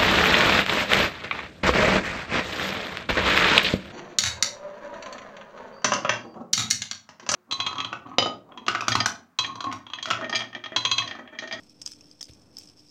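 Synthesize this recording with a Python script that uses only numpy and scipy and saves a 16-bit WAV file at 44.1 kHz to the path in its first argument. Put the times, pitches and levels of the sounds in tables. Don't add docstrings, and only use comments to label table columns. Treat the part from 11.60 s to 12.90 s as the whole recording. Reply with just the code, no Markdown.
import sys
import numpy as np
from scipy import signal
from scipy.fft import rfft, irfft
from scipy.io import wavfile
from scipy.ndimage import uniform_filter1d

SR = 44100
rng = np.random.default_rng(int(sys.argv[2]) if len(sys.argv) > 2 else 0)


def linear_from_db(decibels):
    return 10 ** (np.asarray(decibels, float) / 20)


def wav_record(signal):
    frames = np.transpose(np.atleast_2d(signal))
    bounded = np.clip(frames, -1, 1)
    quanta = np.round(bounded * 32767).astype(np.int16)
    wavfile.write(sys.argv[1], SR, quanta)


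N = 57330


def ring(x, hz, width):
    return signal.lfilter(*signal.iirpeak(hz, hz / width, SR), x)


def steep(x, hz, width):
    return ring(ring(x, hz, 1.49 * width), hz, 1.49 * width)


def level(x, db):
    return x * linear_from_db(db) / np.sqrt(np.mean(x ** 2))


def walk(rate_hz):
    k = int(SR / rate_hz)
    smooth = uniform_filter1d(uniform_filter1d(rng.standard_normal(N), k), k)
    return level(smooth, 0)


def clicks(rows, rise_s):
    # f/Hz, width/Hz, level/dB
    body = [(1740, 770, -25), (2620, 520, -23), (3216, 600, -19), (4020, 1200, -23.5)]
    treble = [(6115, 600, -8), (6900, 390, -17), (7685, 260, -18.5), (8360, 150, -18.5), (9830, 390, -29.5),
              (11200, 360, -28.5), (12700, 800, -55), (15900, 700, -46)]
    modes = [*body, *treble]
    main_width_hz, detune, scatter_db = 350, 0.019, 1.5
    contact_s, tail_s, tail = 0.0023, 0.011, linear_from_db(-8)
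    size, lead_s = 3072, 0.003
    t = np.arange(size) / SR - lead_s
    fade = np.exp(-(t / contact_s) ** 2) * (1 - tail) + tail * np.exp(-np.abs(t) / tail_s)
    push = np.where(t < 0, np.exp(-(t / rise_s) ** 2), fade)
    strike = linear_from_db(16) * (np.arange(size) == int((lead_s - rise_s / 2) * SR))
    out = np.zeros(N + 4096)
    for s, db, hz, body_db, treble_db in rows:
        scratch = linear_from_db(-8) * push * rng.standard_normal(size)
        x = strike + scratch
        chance = rng.standard_normal((len(modes), 2))
        y = level(ring(steep(x, hz, main_width_hz), hz, 3 * main_width_hz), 0)
        for (f, w, g), c in zip(modes, chance):
            f = f * (1 + detune * c[1])
            side_db = body_db if f < hz else treble_db
            y = y + level(steep(x, f, w), g + scatter_db * c[0] + side_db)
        i = int((s + rise_s) * SR)
        out[i:i + size] += y * linear_from_db(db) / np.abs(y).max()
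    return out[int(lead_s * SR):][:N]


def room():
    # f/Hz, level/dB
    air_colour = [(30, -39), (48, -3), (303, -1.5), (380, -8), (620, -11.5), (2230, -27), (4080, -34),
                  (5310, -31), (16000, -47.5)]
    # f/Hz, level/dB
    hum_tones = [(251, -69.5), (300, -62.5), (500, -73.5)]
    hz, db = np.array(air_colour).T
    f = np.maximum(np.arange(N // 2 + 1) * SR / N, 1)
    colour = linear_from_db(np.interp(np.log(f), np.log(hz), db))
    air = irfft(rfft(rng.standard_normal(N)) * colour, N)
    hum = 0
    for f0, g in hum_tones:
        loudness = linear_from_db(g + 1.5 * walk(37))
        pitch_hz = f0 * (1 + 0.00822 * walk(16.3))
        hum = hum + loudness * np.sin(2 * np.pi * np.cumsum(pitch_hz) / SR)
    return level(air, -61) * linear_from_db(2 * walk(9.9)) + hum


def puff():
    # t/s, level/dB, f/Hz, direction and size (1 = full)
    air_bumps = [
        (.6990, -39.5, 86, 0.9),
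        (.7205, -47, 83, -1.1),
        (.685, -50, 510, 1),
        (.6968, -43.5, 355, 0.91),
    ]
    rush_s, rush_len_s = 0.692, 0.009
    t = np.arange(N) / SR
    bumps = 0
    for s, db, hz, way in air_bumps:
        fade = np.exp(-((t - s) * hz * 2.3) ** 2)
        bumps = bumps + linear_from_db(db) * np.sin(2 * np.pi * hz * (t - s)) * fade * way
    rush = level(steep(rng.standard_normal(N), 3200, 3400), -53.5)
    return bumps + rush * np.exp(-((t - rush_s) / rush_len_s) ** 2)


def bearing():
    # t/s, level/dB
    rattle = [(.04, -63), (.11, -61), (.2, -65), (.25, -58), (.3, -49.5), (.35, -60.5), (.45, -63),
              (.56, -64), (.62, -63.5), (.68, -57.5), (.8, -64.5), (.9, -66.5), (.96, -63.5), (1.02, -54.5),
              (1.1, -61.5), (1.15, -64.5), (1.195, -59.5), (1.3, -60)]
    # f/Hz, width/Hz, level/dB
    race = [(2520, 450, -12.5), (3320, 400, -13), (4300, 880, -14), (4900, 600, -10.5), (5350, 253, 0),
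            (6220, 430, -10), (7060, 560, -32), (8020, 830, -14), (9440, 480, -31), (10970, 550, -23.5),
            (12900, 1300, -32), (14700, 500, -26)]
    # rate/(1/s), level/dB, f/Hz, width/Hz
    cage = (255, -3.5, 5378, 330)
    balls_per_s, ball_spread_db, ball_cap, hiss_share = 3000, 1.5, 3.2, 0.48
    hit, size = rng.random(N), rng.exponential(size=N)
    sign, hiss = rng.standard_normal(N), rng.standard_normal(N)
    ball_size = linear_from_db(ball_spread_db * np.minimum(size, ball_cap))
    balls = (hit < balls_per_s / SR) * ball_size * np.sign(sign)
    push = level(balls, 0) + hiss_share * hiss
    y = 0
    for k, (f, w, g) in enumerate(race):
        y = y + (-1) ** k * linear_from_db(g) * steep(push, f, w)
    cage_rate, cage_db, cage_hz, cage_width_hz = cage
    taps = (hit > 1 - cage_rate / SR) * sign
    y = level(y, 0) + level(steep(taps, cage_hz, cage_width_hz), cage_db)
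    flutter = linear_from_db(2.5 * walk(143))
    s, db = np.array(rattle).T
    return level(y * flutter, 0) * linear_from_db(np.interp(np.arange(N) / SR, s, db))


def loose_parts():
    # t/s, peak level/dB, main ring f/Hz, body level/dB, treble level/dB
    loose_ticks = [(0.0338, -47.5, 5500, 3, 6), (0.0717, -54, 5000, 2, -6), (0.0952, -41.5, 5350, -17, -3),
                   (0.3656, -50, 5560, 11, 8), (0.4079, -41, 5290, -12, -2), (0.4414, -46, 5360, 3, -3),
                   (0.4988, -56, 5530, 0, 3), (0.5121, -37.5, 5000, -9, -3), (0.5244, -45.5, 5470, -6, -4),
                   (0.5706, -55, 5250, 0, 3), (0.596, -51, 5390, 13, -4), (0.6534, -40, 5000, 0, 2),
                   (0.6684, -44, 5000, -4, 1), (0.7339, -40.5, 5400, 5, 6), (0.819, -48.5, 5300, -5, 7),
                   (0.9138, -52, 5410, -13, -16), (0.9368, -53, 5200, -5, 0)]
    chatter = [(0.9861, -35, 5340, 3, 2), (0.996, -38, 5240, -6, -2), (1.0012, -42, 5330, 8, 5),
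               (1.0104, -46, 5500, 15, 9), (1.02, -44, 4560, 2, 13), (1.0262, -50, 5670, 0, 3),
               (1.0319, -42, 5550, 6, 6), (1.0354, -44, 5560, 5, 2), (1.0406, -46, 5180, 0, 2),
               (1.055, -46, 5400, 8, 6), (1.0729, -40, 5450, -7, -5), (1.0755, -42, 5230, -1, -3),
               (1.086, -41, 5040, 2, 0), (1.0977, -42, 5270, 7, 1), (1.173, -48, 5350, 2, -2),
               (1.1953, -49, 5090, -10, -2), (1.285, -45.5, 4930, -9, -3)]
    further_ticks = [(.2290, -44, 5200, -8, -9), (.3010, -43, 5140, 7, 7), (.3470, -49, 4970, 0, 7),
                     (.4230, -56, 5350, -3, 8), (.4560, -47, 5460, -1, -7), (.4660, -51, 5200, 0, -10),
                     (.4840, -68, 5250, 0, -5), (1.168, -52, 5300, -2, -2), (1.1785, -52, 4800, -4, -8),
                     (1.1835, -52, 5350, -10, -6), (1.189, -50, 5200, -6, -6), (1.1925, -46, 5100, -8, -10),
                     (1.2030, -52, 5200, -8, -8), (1.2060, -52, 5030, -8, -4), (1.2170, -59, 5300, 7, 5),
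                     (1.2505, -55.5, 5450, 7, 0), (1.2570, -58, 5350, 0, 0), (1.2670, -51, 4900, 2, 1),
                     (1.2760, -54, 5630, -6, -6), (1.2910, -51, 5400, -6, -6), (1.2980, -52, 5300, -4, -4)]
    rise_s = 0.001099
    return clicks(loose_ticks, rise_s) + clicks(chatter, rise_s) + clicks(further_ticks, rise_s)


def glints():
    # t/s, peak level/dB
    edge_contacts = [
        (.2165, -66),
        (.2625, -62),
        (0.314, -58),
        (0.614, -55),
        (0.632, -55),
        (0.985, -44),
        (1.002, -64),
    ]
    # f/Hz, width/Hz, level/dB
    glint_modes = [(15400, 1250, -1), (11100, 480, -4)]
    glint_s = 0.0011
    t = np.arange(N) / SR
    gate = 0
    for s, db in edge_contacts:
        gate = gate + linear_from_db(db) * np.exp(-((t - s - glint_s / 2) / glint_s) ** 2)
    x = rng.standard_normal(N)
    scratch = sum(linear_from_db(g) * steep(x, f, w) for f, w, g in glint_modes)
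    return gate * level(scratch, 0)


def knocks():
    # t/s, low knock level/dB, mid knock level/dB
    landings = [
        (0.217, -38, -39.5),
        (0.262, -40, -38),
        (.2760, -44.5, -53),
        (0.408, -69, -58),
        (0.6086, -42.5, -42.5),
        (.6180, -43.5, -53),
        (0.6278, -38.5, -55),
        (0.97, -46, -56),
        (0.984, -44.5, -54),
    ]
    # f/Hz, width/Hz, level/dB
    low_modes = [(345, 310, 4.5), (610, 460, 5), (1110, 640, 1.5), (1840, 480, 4)]
    mid_modes = [(2500, 620, 0), (3400, 680, 0.5)]
    tap = np.eye(1, 999)[0]
    out = 0
    for col, modes in enumerate([low_modes, mid_modes]):
        push = np.zeros(N)
        for row in landings:
            push[int(row[0] * SR)] = linear_from_db(row[1 + col])
        knock = sum(linear_from_db(g) * steep(tap, f, w) for f, w, g in modes)
        out = out + np.convolve(push, knock / np.abs(knock).max())[:N]
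    return out


def pings():
    # t/s, peak level/dB, f/Hz, width/Hz
    single_rings = [(.2160, -39.5, 3430, 400), (.2165, -48.5, 880, 300), (.2165, -45.5, 590, 250),
                    (0.217, -49, 7400, 400), (.2610, -39, 3150, 380), (.2620, -20, 5024, 247),
                    (.2630, -27.5, 5530, 250), (.9690, -27, 5260, 296), (.2615, -28.5, 6270, 320),
                    (0.262, -28.5, 6770, 350), (.2610, -51, 1700, 300), (.2680, -52.5, 1030, 250),
                    (.2760, -37, 6090, 260), (.2760, -41, 4600, 400), (0.3174, -45, 3590, 400),
                    (.4085, -50.5, 2600, 258), (.4085, -50.5, 6400, 260), (.4230, -58, 2840, 400),
                    (0.512, -56, 3250, 300), (.5030, -54.5, 6280, 200), (.6090, -35.5, 3370, 390),
                    (0.6091, -38, 6070, 260), (.6090, -45.5, 1740, 310), (.6090, -50.5, 860, 400),
                    (.6145, -43.5, 3400, 400), (.6280, -39, 6070, 310), (0.631, -44, 3650, 250),
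                    (.9685, -45.5, 4580, 230), (0.9698, -47.5, 3320, 310), (.9850, -53, 2470, 300),
                    (1.0110, -52, 4630, 250), (1.0340, -53, 3800, 350), (1.0348, -62, 3300, 300),
                    (1.0860, -62, 3230, 350), (1.2530, -62, 3300, 400), (.6280, -22.5, 5004, 474)]
    tap = np.eye(1, 999)[0]
    out = np.zeros(N + 999)
    for s, db, hz, width in single_rings:
        y = steep(tap, hz, width)
        i = int(s * SR)
        out[i:i + 999] += y * linear_from_db(db) / np.abs(y).max()
    return out[:N]


def flicks():
    # t/s, peak level/dB, main ring f/Hz, body level/dB, treble level/dB
    finger_hits = [(0.2144, -45, 5240, 0, -7), (0.2159, -27.5, 5310, -13, 6), (0.2193, -29, 5350, 3, -0.5),
                   (0.2252, -45, 5200, -8, 11), (0.2565, -40, 5600, 6, 8), (0.2607, -25, 5270, -0.5, 5),
                   (0.2668, -35.5, 5000, 8, -3), (0.2715, -36, 5300, 3, -5), (0.2748, -26, 5060, 11, 6),
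                   (0.2885, -41.5, 5700, 12, 1), (0.3126, -39, 5770, 0, -5), (0.3175, -30.5, 5220, 5, 1),
                   (0.3265, -36.5, 5320, 1, 3), (0.3341, -37, 5200, 10, 3.5), (0.609, -33, 5480, 6, 2),
                   (0.6108, -28, 5320, 5, -0.5), (0.6126, -29, 5350, -2, -9), (0.6143, -32, 5350, 3, 5),
                   (0.6276, -29.5, 5130, 7, 7), (0.6375, -37, 5100, -3, 4), (0.6415, -35, 5320, 1, 1.5),
                   (0.968, -34.5, 5100, 1, 4), (0.9795, -39.5, 5350, 7, 2), (0.9845, -29, 5330, -6, 1)]
    return clicks(finger_hits, rise_s=0.0006)


def scene():
    background = room() + puff()
    spinner = bearing() + loose_parts() + glints() + knocks() + pings() + flicks()
    return (background + spinner)[None]


def low_pass(x):
    return signal.sosfilt(signal.butter(12, 16430, fs=SR, output="sos"), x)


def record(dry):
    low_cut = signal.butter(3, 58, "high", fs=SR, output="sos")
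    top_cut = signal.ellip(8, 0.2, 30, 15900, fs=SR, output="sos")
    x = signal.sosfilt(top_cut, signal.sosfilt(low_cut, dry))
    mix = x - 0.0005
    return low_pass(mix)


dry = scene()
out = record(dry)
wav_record(out)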